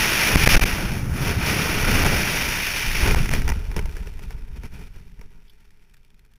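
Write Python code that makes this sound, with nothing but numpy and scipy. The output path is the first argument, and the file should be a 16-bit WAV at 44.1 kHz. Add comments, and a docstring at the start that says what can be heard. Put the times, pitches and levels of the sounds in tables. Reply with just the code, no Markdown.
"""Freefall wind tears across a helmet microphone, then dies down as the parachute opens.
Turbulence is fluctuating pressure: large eddies thump the microphone, small ones roar and hiss through
its housing, and the hardest gusts overload it for milliseconds. Slaps of air come early in the fall
and with the opening jolt. At the end the riser fittings clink and the spreading canopy crackles."""
import sys
import numpy as np
from scipy import signal
from scipy.fft import rfft, irfft
from scipy.io import wavfile
from scipy.ndimage import uniform_filter1d

SR = 44100
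rng = np.random.default_rng(int(sys.argv[2]) if len(sys.argv) > 2 else 0)


def waveform_to_disk(signal):
    """Save audio, clipped to [-1, 1], as 16-bit WAV at the path in sys.argv[1]."""
    frames = np.transpose(np.atleast_2d(signal))
    scaled = np.clip(frames, -1, 1) * 32767
    samples = np.round(scaled).astype(np.int16)
    wavfile.write(sys.argv[1], SR, samples)


N = 281336
T = np.arange(N) / SR

# Levels in the tables are relative; each source adds its own gain.
# course of the fall: (t/s, pace of the large eddies as a factor, posture from 0 flat to 1 upright)
FALL_COURSE = [(0, 1.16, 0.037), (2.3, 1.02, 0.075), (3.0, 1.03, 0.2), (3.5, 1.024, 0.41),
               (4.0, 1.01, 0.88), (4.7, .95, 0.6), (5.2, 0.53, 0.79), (6.38, 0.71, 0.63)]
# air rushing past the microphone: (t/s, roar level/dB, hiss level/dB)
RUSH_LEVELS = [(0, -29.5, -19), (.3, -32, -20.5), (.53, -30.5, -16.5), (.8, -32.5, -30), (1.08, -42, -37.5),
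               (1.3, -32.5, -25.5), (1.37, -38, -35), (1.48, -28.5, -22.5), (1.75, -33, -25.5),
               (2.0, -28, -22), (2.45, -35, -24.5), (2.92, -45, -25), (3.07, -27.5, -25), (3.28, -44, -35),
               (3.6, -47.5, -46.5), (4.45, -60.5, -58.5), (5.55, -71.5, -65.5), (6.38, -75.5, -73)]
# eddies in the body's wake: (t/s, slow buffet level/dB, quicker throb level/dB)
WAKE_LEVELS = [(0, -35, -32), (.27, -44, -33), (.45, -21.5, -24.5), (.75, -33.5, -30.5), (.97, -32, -25.5),
               (1.6, -41, -26.5), (1.71, -37, -33), (1.95, -26.5, -25), (2.25, -34, -29.5),
               (2.76, -40.5, -41.5), (3.1, -21.5, -25.5), (3.45, -26.5, -28.5), (3.64, -30.5, -42.5),
               (4.1, -36.5, -44.5), (4.8, -41, -47.5), (5.1, -48, -49.5), (5.55, -53, -62.5),
               (6.38, -58, -62)]
# noise spectra of the flow, the cloth and a slap's hiss: (f/Hz, spectral level/dB)
BUFFET_SPECTRUM = [(8, -13), (20, 5.5), (42, -4), (65, -4), (100, -16), (250, -51.5), (700, -92)]
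THROB_SPECTRUM = [(30, -24.5), (60, -1), (90, -1), (130, -0.5), (185, -3.5), (250, -12), (400, -28),
                  (1200, -50), (4000, -87.5)]
ROAR_SPECTRUM = [(80, -23.5), (200, 3), (280, 2), (550, -3), (800, -5.5), (1100, -7.5), (1450, -3),
                 (2000, -17), (3000, -26.5), (8000, -35), (16000, -47)]
HISS_SPECTRUM = [(100, -33), (600, -9), (1100, -8), (1700, -2), (2700, 1.5), (3300, -5), (4500, -7),
                 (6400, -9), (7400, -20.5), (9000, -20.5), (12000, -17.5), (15000, -19), (16000, -30)]
CLOTH_SPECTRUM = [(300, -26), (1500, 1.5), (3000, 1.5), (4200, 0.5), (6000, -9), (8000, -3.5), (10000, -19),
                  (13000, -9), (16000, -22)]
SPIT_SPECTRUM = [(300, -18), (900, 4.5), (1150, -12.5), (1700, -1), (2700, 0.5), (3500, -12.5), (6400, -9),
                 (8000, -17.5), (12000, -22), (15000, -17.5), (16000, -23)]
# resonances and notches of the microphone housing: (f/Hz, width/Hz, gain/dB)
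HOUSING_RESPONSE = [(373, 85, 1.5), (896, 150, 3), (1540, 490, 2.5), (1970, 290, 3.5), (2378, 230, 6),
                    (4003, 320, -5.5), (5570, 670, 5.5), (8060, 170, -6), (10140, 2000, 9.5),
                    (10420, 200, 3.5), (12000, 280, 0), (13500, 220, 2), (13800, 2000, 6.5)]
# modes of the helmet's hollow, the air in the port and the riser fittings: (f/Hz, width/Hz, level/dB)
HELMET_MODES = [(159, 23, 3.5), (364, 32, -10.5), (419.4, 28, -0.5), (920, 74, -5)]
PORT_MODES = [(1980, 580, 0), (5700, 800, -10), (10250, 1400, -16.5), (13900, 900, -19.5)]
FITTING_MODES = [(3360, 230, 6), (4600, 260, -2), (5080, 360, -7), (10900, 900, -8), (12500, 900, -8)]
# impulses of air, cloth and fittings: (t/s, level/dB)
AIR_SLAPS = [(.3574, 0), (.461, -23), (.4743, 8), (.595, 0.5), (2.0535, -11), (2.063, -9), (3.0745, -9.5),
             (3.11, -9), (3.146, -4.5), (3.257, -15), (3.2912, -10.5), (3.312, -12.5), (3.3358, -6.5),
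             (3.418, -19), (3.478, -12), (3.4897, -11.5), (3.4994, -14), (3.519, -15.5), (3.7145, -24),
             (3.7636, -13), (3.7911, -16), (3.8246, -32), (3.8561, -23.5), (3.9668, -23.5), (4.071, -26.5),
             (4.1915, -28.5), (4.3059, -27.5), (4.634, -29), (5.1924, -40), (5.2126, -33.5)]
CLOTH_CRACKS = [(5.6044, -52), (5.6535, -50), (5.7056, -46.5), (5.8317, -60), (5.9423, -44), (5.9677, -47),
                (6.0477, -49), (6.103, -49), (6.1432, -50), (6.1928, -46), (6.336, -49.5)]
FITTING_TAPS = [(5.48, -52), (5.4965, -46)]
# swells from large eddies and from the billowing canopy: (centre t/s, duration/s, lift/dB)
EDDY_GUSTS = [(.305, 0.034, 8), (.36, 0.08, 7), (.475, 0.024, 4), (.565, .04, 12.5), (.625, 0.024, 7),
              (1.0, 0.039, -3), (1.28, 0.2, 3.5), (1.84, 0.36, 4), (2.06, 0.021, 7.5), (2.13, 0.028, 4.5),
              (2.89, 0.055, 7.5), (3.075, 0.033, 1.5), (3.17, 0.029, 5), (3.49, 0.055, 6.5), (3.81, .09, 7),
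              (4.36, 0.068, 3.5), (4.51, 0.023, 6), (5.23, 0.076, 9.5), (4.66, .06, 0.5), (5.37, 0.11, 5.5)]
CANOPY_BILLOWS = [(3.355, 0.075, 8.5), (3.495, 0.014, 3), (3.78, 0.022, 10.5), (3.92, 0.039, 2),
                  (3.98, 0.055, 5.5), (4.07, 0.034, 4.5), (4.24, 0.045, 7), (4.315, .035, 8),
                  (4.57, 0.031, 10), (4.65, 0.045, 13.5), (4.75, 0.041, 12), (4.81, 0.061, 12.5),
                  (4.87, 0.021, 9.5), (4.97, 0.06, 6), (5.215, 0.029, 3)]
# gusts that choke the microphone: (t/s, duration/s, jolt/full scale)
OVERLOADS = [(0.3578, 0.0084, 1), (0.449, 0.008, 0.037), (.474, 0.013, -0.64), (0.555, 0.0075, .45),
             (0.576, 0.017, -0.051), (0.595, 0.014, -0.21), (0.641, 0.011, 0.33), (2.039, 0.0046, 0.31),
             (3.147, 0.0087, -0.17), (3.294, 0.0081, -0.012)]

# bands in which noise is normalised: (lowest f/Hz, highest f/Hz)
BASS, LOW, MIDDLE, TREBLE = (20, 70), (70, 250), (300, 1100), (1500, 16000)


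def amp(db):
    """Amplitude ratio of a level in decibels."""
    return 10 ** (np.asarray(db) / 20)


def unit(x):
    """Normalisation to an rms of 1."""
    return x / np.sqrt(np.mean(x ** 2) + 1e-20)


def curve(rows):
    """Linear interpolation in time of each column of a table."""
    times, *columns = np.transpose(rows)
    return [np.interp(T, times, column) for column in columns]


def swells(rows):
    """Sum of Gaussian lifts in dB, each duration being the width at half height."""
    return sum(db * 2 ** -(2 * (T - s) / length) ** 2 for s, length, db in rows)


def bursts(rows, rise_s, decay_s):
    """Superposed envelopes of sudden onset and exponential decay."""
    envelope = np.zeros(N)
    t = np.arange(SR // 8) / SR
    shape = (1 - np.exp(-(t / rise_s) ** 2)) * np.exp(-t / decay_s)
    for s, db in rows:
        part = envelope[round(s * SR):][:len(t)]
        part += amp(db) * shape[:len(part)] / shape.max()
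    return envelope


def scatter(per_s):
    """Poisson process with normally distributed sizes: (t/s, size/standard deviations)."""
    hit = rng.random(N) < per_s / SR
    return zip(T[hit], rng.standard_normal(N)[hit])


def wander(rate_hz):
    """Band-limited random modulation of rms 1, falling off above the given rate."""
    hz = np.fft.rfftfreq(N, 1 / SR)
    gain = hz / (hz + 12) / np.sqrt(1 + (hz / rate_hz) ** 4)
    return unit(irfft(rfft(rng.standard_normal(N)) * gain, N))


def steadied(x, seconds):
    """Division by the running rms evens out chance swells."""
    return x / np.sqrt(uniform_filter1d(x ** 2, int(seconds * SR)) + 1e-6)


def turbulence(spectrum, band):
    """Source and filter: random pressure coloured by the housing, with rms 1 inside the band."""
    hz = np.fft.rfftfreq(N, 1 / SR)
    points, levels = np.transpose(spectrum)
    db = np.interp(np.log(hz + 1), np.log(points), levels)
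    for centre, width, boost in HOUSING_RESPONSE:
        db = db + boost * 2 ** -(2 * (hz - centre) / width) ** 2
    coloured = rfft(rng.standard_normal(N)) * amp(db) * (hz > 0)
    inside = (hz >= band[0]) & (hz <= band[1])
    return irfft(coloured, N) / np.std(irfft(coloured * inside, N))


def ringing(modes):
    """Resonance: noise shaped by a Lorentzian peak for each mode, with rms 1."""
    hz = np.fft.rfftfreq(N, 1 / SR)
    gain = sum(amp(db) / np.sqrt(width) / (1 + ((hz - centre) / (0.74 * width)) ** 2)
               for centre, width, db in modes)
    return unit(irfft(rfft(rng.standard_normal(N)) * gain, N))


def riser_clinks():
    """Impact excites the damped modes of the fittings as they tap together."""
    tone = steadied(ringing(FITTING_MODES), seconds=0.005)
    return amp(-5) * tone * bursts(FITTING_TAPS, rise_s=0.00085, decay_s=0.0049)


def canopy_cracks():
    """Impulsive radiation: loose cloth whips taut in thin cracks among fainter random ticks."""
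    ticks_from_s, tick_db, spread_db = 5.0, -57.5, 3.5
    ticks = [(s, tick_db + spread_db * size) for s, size in scatter(per_s=26) if s > ticks_from_s]
    cloth = steadied(turbulence(CLOTH_SPECTRUM, TREBLE), seconds=0.002)
    return amp(-7.5) * cloth * bursts(CLOTH_CRACKS + ticks, rise_s=0.00078, decay_s=0.0023)


def air_slaps():
    """Impulse excitation: an eddy breaks on the port and rings the air in it and in the helmet."""
    _, upright = curve(FALL_COURSE)
    blow = bursts(AIR_SLAPS, rise_s=0.00073, decay_s=0.0032)
    spit = amp(-13) * steadied(turbulence(SPIT_SPECTRUM, TREBLE), seconds=0.0018) * blow
    ping = amp(-14.5) * steadied(ringing(PORT_MODES), seconds=0.0023) * blow
    knock = amp(-16.5) * steadied(turbulence(ROAR_SPECTRUM, MIDDLE), seconds=0.005) * blow
    shove = amp(-7.5) * np.tanh(wander(rate_hz=15)) * bursts(AIR_SLAPS, rise_s=0.003, decay_s=0.0064)
    ring_envelope = bursts(AIR_SLAPS, rise_s=0.0024, decay_s=0.0065)
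    helmet_ring = amp(-11.5) * upright * ringing(HELMET_MODES) * ring_envelope
    dulling = amp(-upright)  # 1 dB less treble when fully upright
    return (spit + ping) * dulling + knock + shove + helmet_ring


def helmet_lee(hiss, at_s=1.08, length_s=0.2, dip_db=-6, band_hz=(1900, 5900)):
    """Flow shielding: head down, the microphone sits in the helmet's lee and the hiss goes hollow."""
    bite = signal.sosfiltfilt(signal.butter(2, band_hz, "bandpass", fs=SR, output="sos"), hiss)
    return hiss + bite * (amp(swells([(at_s, length_s, dip_db)])) - 1)


def wind_hiss(upright):
    """Fine turbulence makes the treble; cloth fluttering overhead joins as the body swings upright."""
    air = amp(-3.5 * upright) * turbulence(HISS_SPECTRUM, TREBLE)
    cloth = amp(-4.5) * upright * turbulence(CLOTH_SPECTRUM, TREBLE)
    return helmet_lee(air + cloth)


def wind_roar(upright):
    """Cavity resonance: upright, air streams up past the helmet and hollow tones displace the roar."""
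    hollow = steadied(ringing(HELMET_MODES), seconds=0.044)
    broad = turbulence(ROAR_SPECTRUM, MIDDLE)
    return np.sqrt(1 - 0.64 * upright) * broad + amp(5) * np.sqrt(upright) * hollow


def wake_buffet(pace):
    """Convection: the frequencies of the large eddies scale with the pace at which they pass."""
    pressure = turbulence(BUFFET_SPECTRUM, BASS)
    convected = np.interp(np.cumsum(pace) % N, np.arange(N), pressure)
    return steadied(convected, seconds=0.072)


def wake_lumps(upright, depth_db=1.4):
    """Intermittency: the wake arrives in lumps, a gain whose depth in dB doubles when upright."""
    return unit(amp(depth_db * (1 + upright) * wander(rate_hz=14)))


def rush_flutter(buffet, upright, flat_db=1.28, upright_db=3, sway_db=0.72):
    """Amplitude modulation in dB: passing eddies shake the rush, more so upright, over a slow sway."""
    depth_db = flat_db + (upright_db - flat_db) * upright
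    flutter = unit(0.5 * buffet + wander(rate_hz=110) + 0.6 * wander(rate_hz=500))
    return depth_db * flutter + sway_db * wander(rate_hz=3.4)


def wind():
    """Turbulent pressure: large eddies push on the microphone and modulate the noise of small ones."""
    buffet_db, throb_db = curve(WAKE_LEVELS)
    roar_db, hiss_db = curve(RUSH_LEVELS)
    pace, upright = curve(FALL_COURSE)
    buffet = wake_buffet(pace)
    throb = steadied(turbulence(THROB_SPECTRUM, LOW), seconds=0.11)
    flutter_db = rush_flutter(buffet, upright)
    # gusts lift the bass and the roar, billows all but the deepest buffeting
    gust_db, billow_db = swells(EDDY_GUSTS), swells(CANOPY_BILLOWS)
    buffet = buffet * amp(buffet_db + gust_db + 5)
    throb = throb * amp(throb_db + 0.4 * gust_db + 0.63 * billow_db - 3.2 * upright)
    roar = wind_roar(upright) * amp(roar_db + 0.75 * gust_db + billow_db + 0.67 * flutter_db - 2.5)
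    hiss = wind_hiss(upright) * amp(hiss_db + billow_db + flutter_db - 1.22)
    return (buffet + throb) * wake_lumps(upright) + roar + hiss


def scene():
    """Superposition of all sources at one microphone."""
    return (wind() + air_slaps() + canopy_cracks() + riser_clinks())[None]


def choke(x, drain_s=0.0021, recover_s=0.0033, rebound_s=0.0018, rebound_share=0.38, leak_db=-32):
    """Overload: the microphone goes deaf; its output jolts, drains, then swings back on recovery."""
    x = x.copy()
    t = np.arange(SR // 16) / SR
    drain = np.exp(-t / drain_s)
    for s, length, jolt in OVERLOADS:
        part = x[round(s * SR):][:len(t)]
        since_release = np.maximum(t - length, 0)
        deafness = (1 - drain) * np.exp(-(since_release / recover_s) ** 2)
        rebound = since_release / rebound_s * np.exp(1 - since_release / rebound_s)
        part *= 1 - deafness * (1 - amp(leak_db))
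        part += jolt * (drain - rebound_share * rebound)
    return x


def record(dry):
    """Saturation and band limiting: the microphone chokes, limits at full scale and is low-passed."""
    cutoff_hz = 15700
    saturated = np.clip(choke(dry[0]), -1, 1)
    low_pass = signal.firwin(401, cutoff_hz, window=("kaiser", 8), fs=SR)
    return signal.oaconvolve(saturated, low_pass, "same")[None]


dry = scene()
out = record(dry)
waveform_to_disk(out)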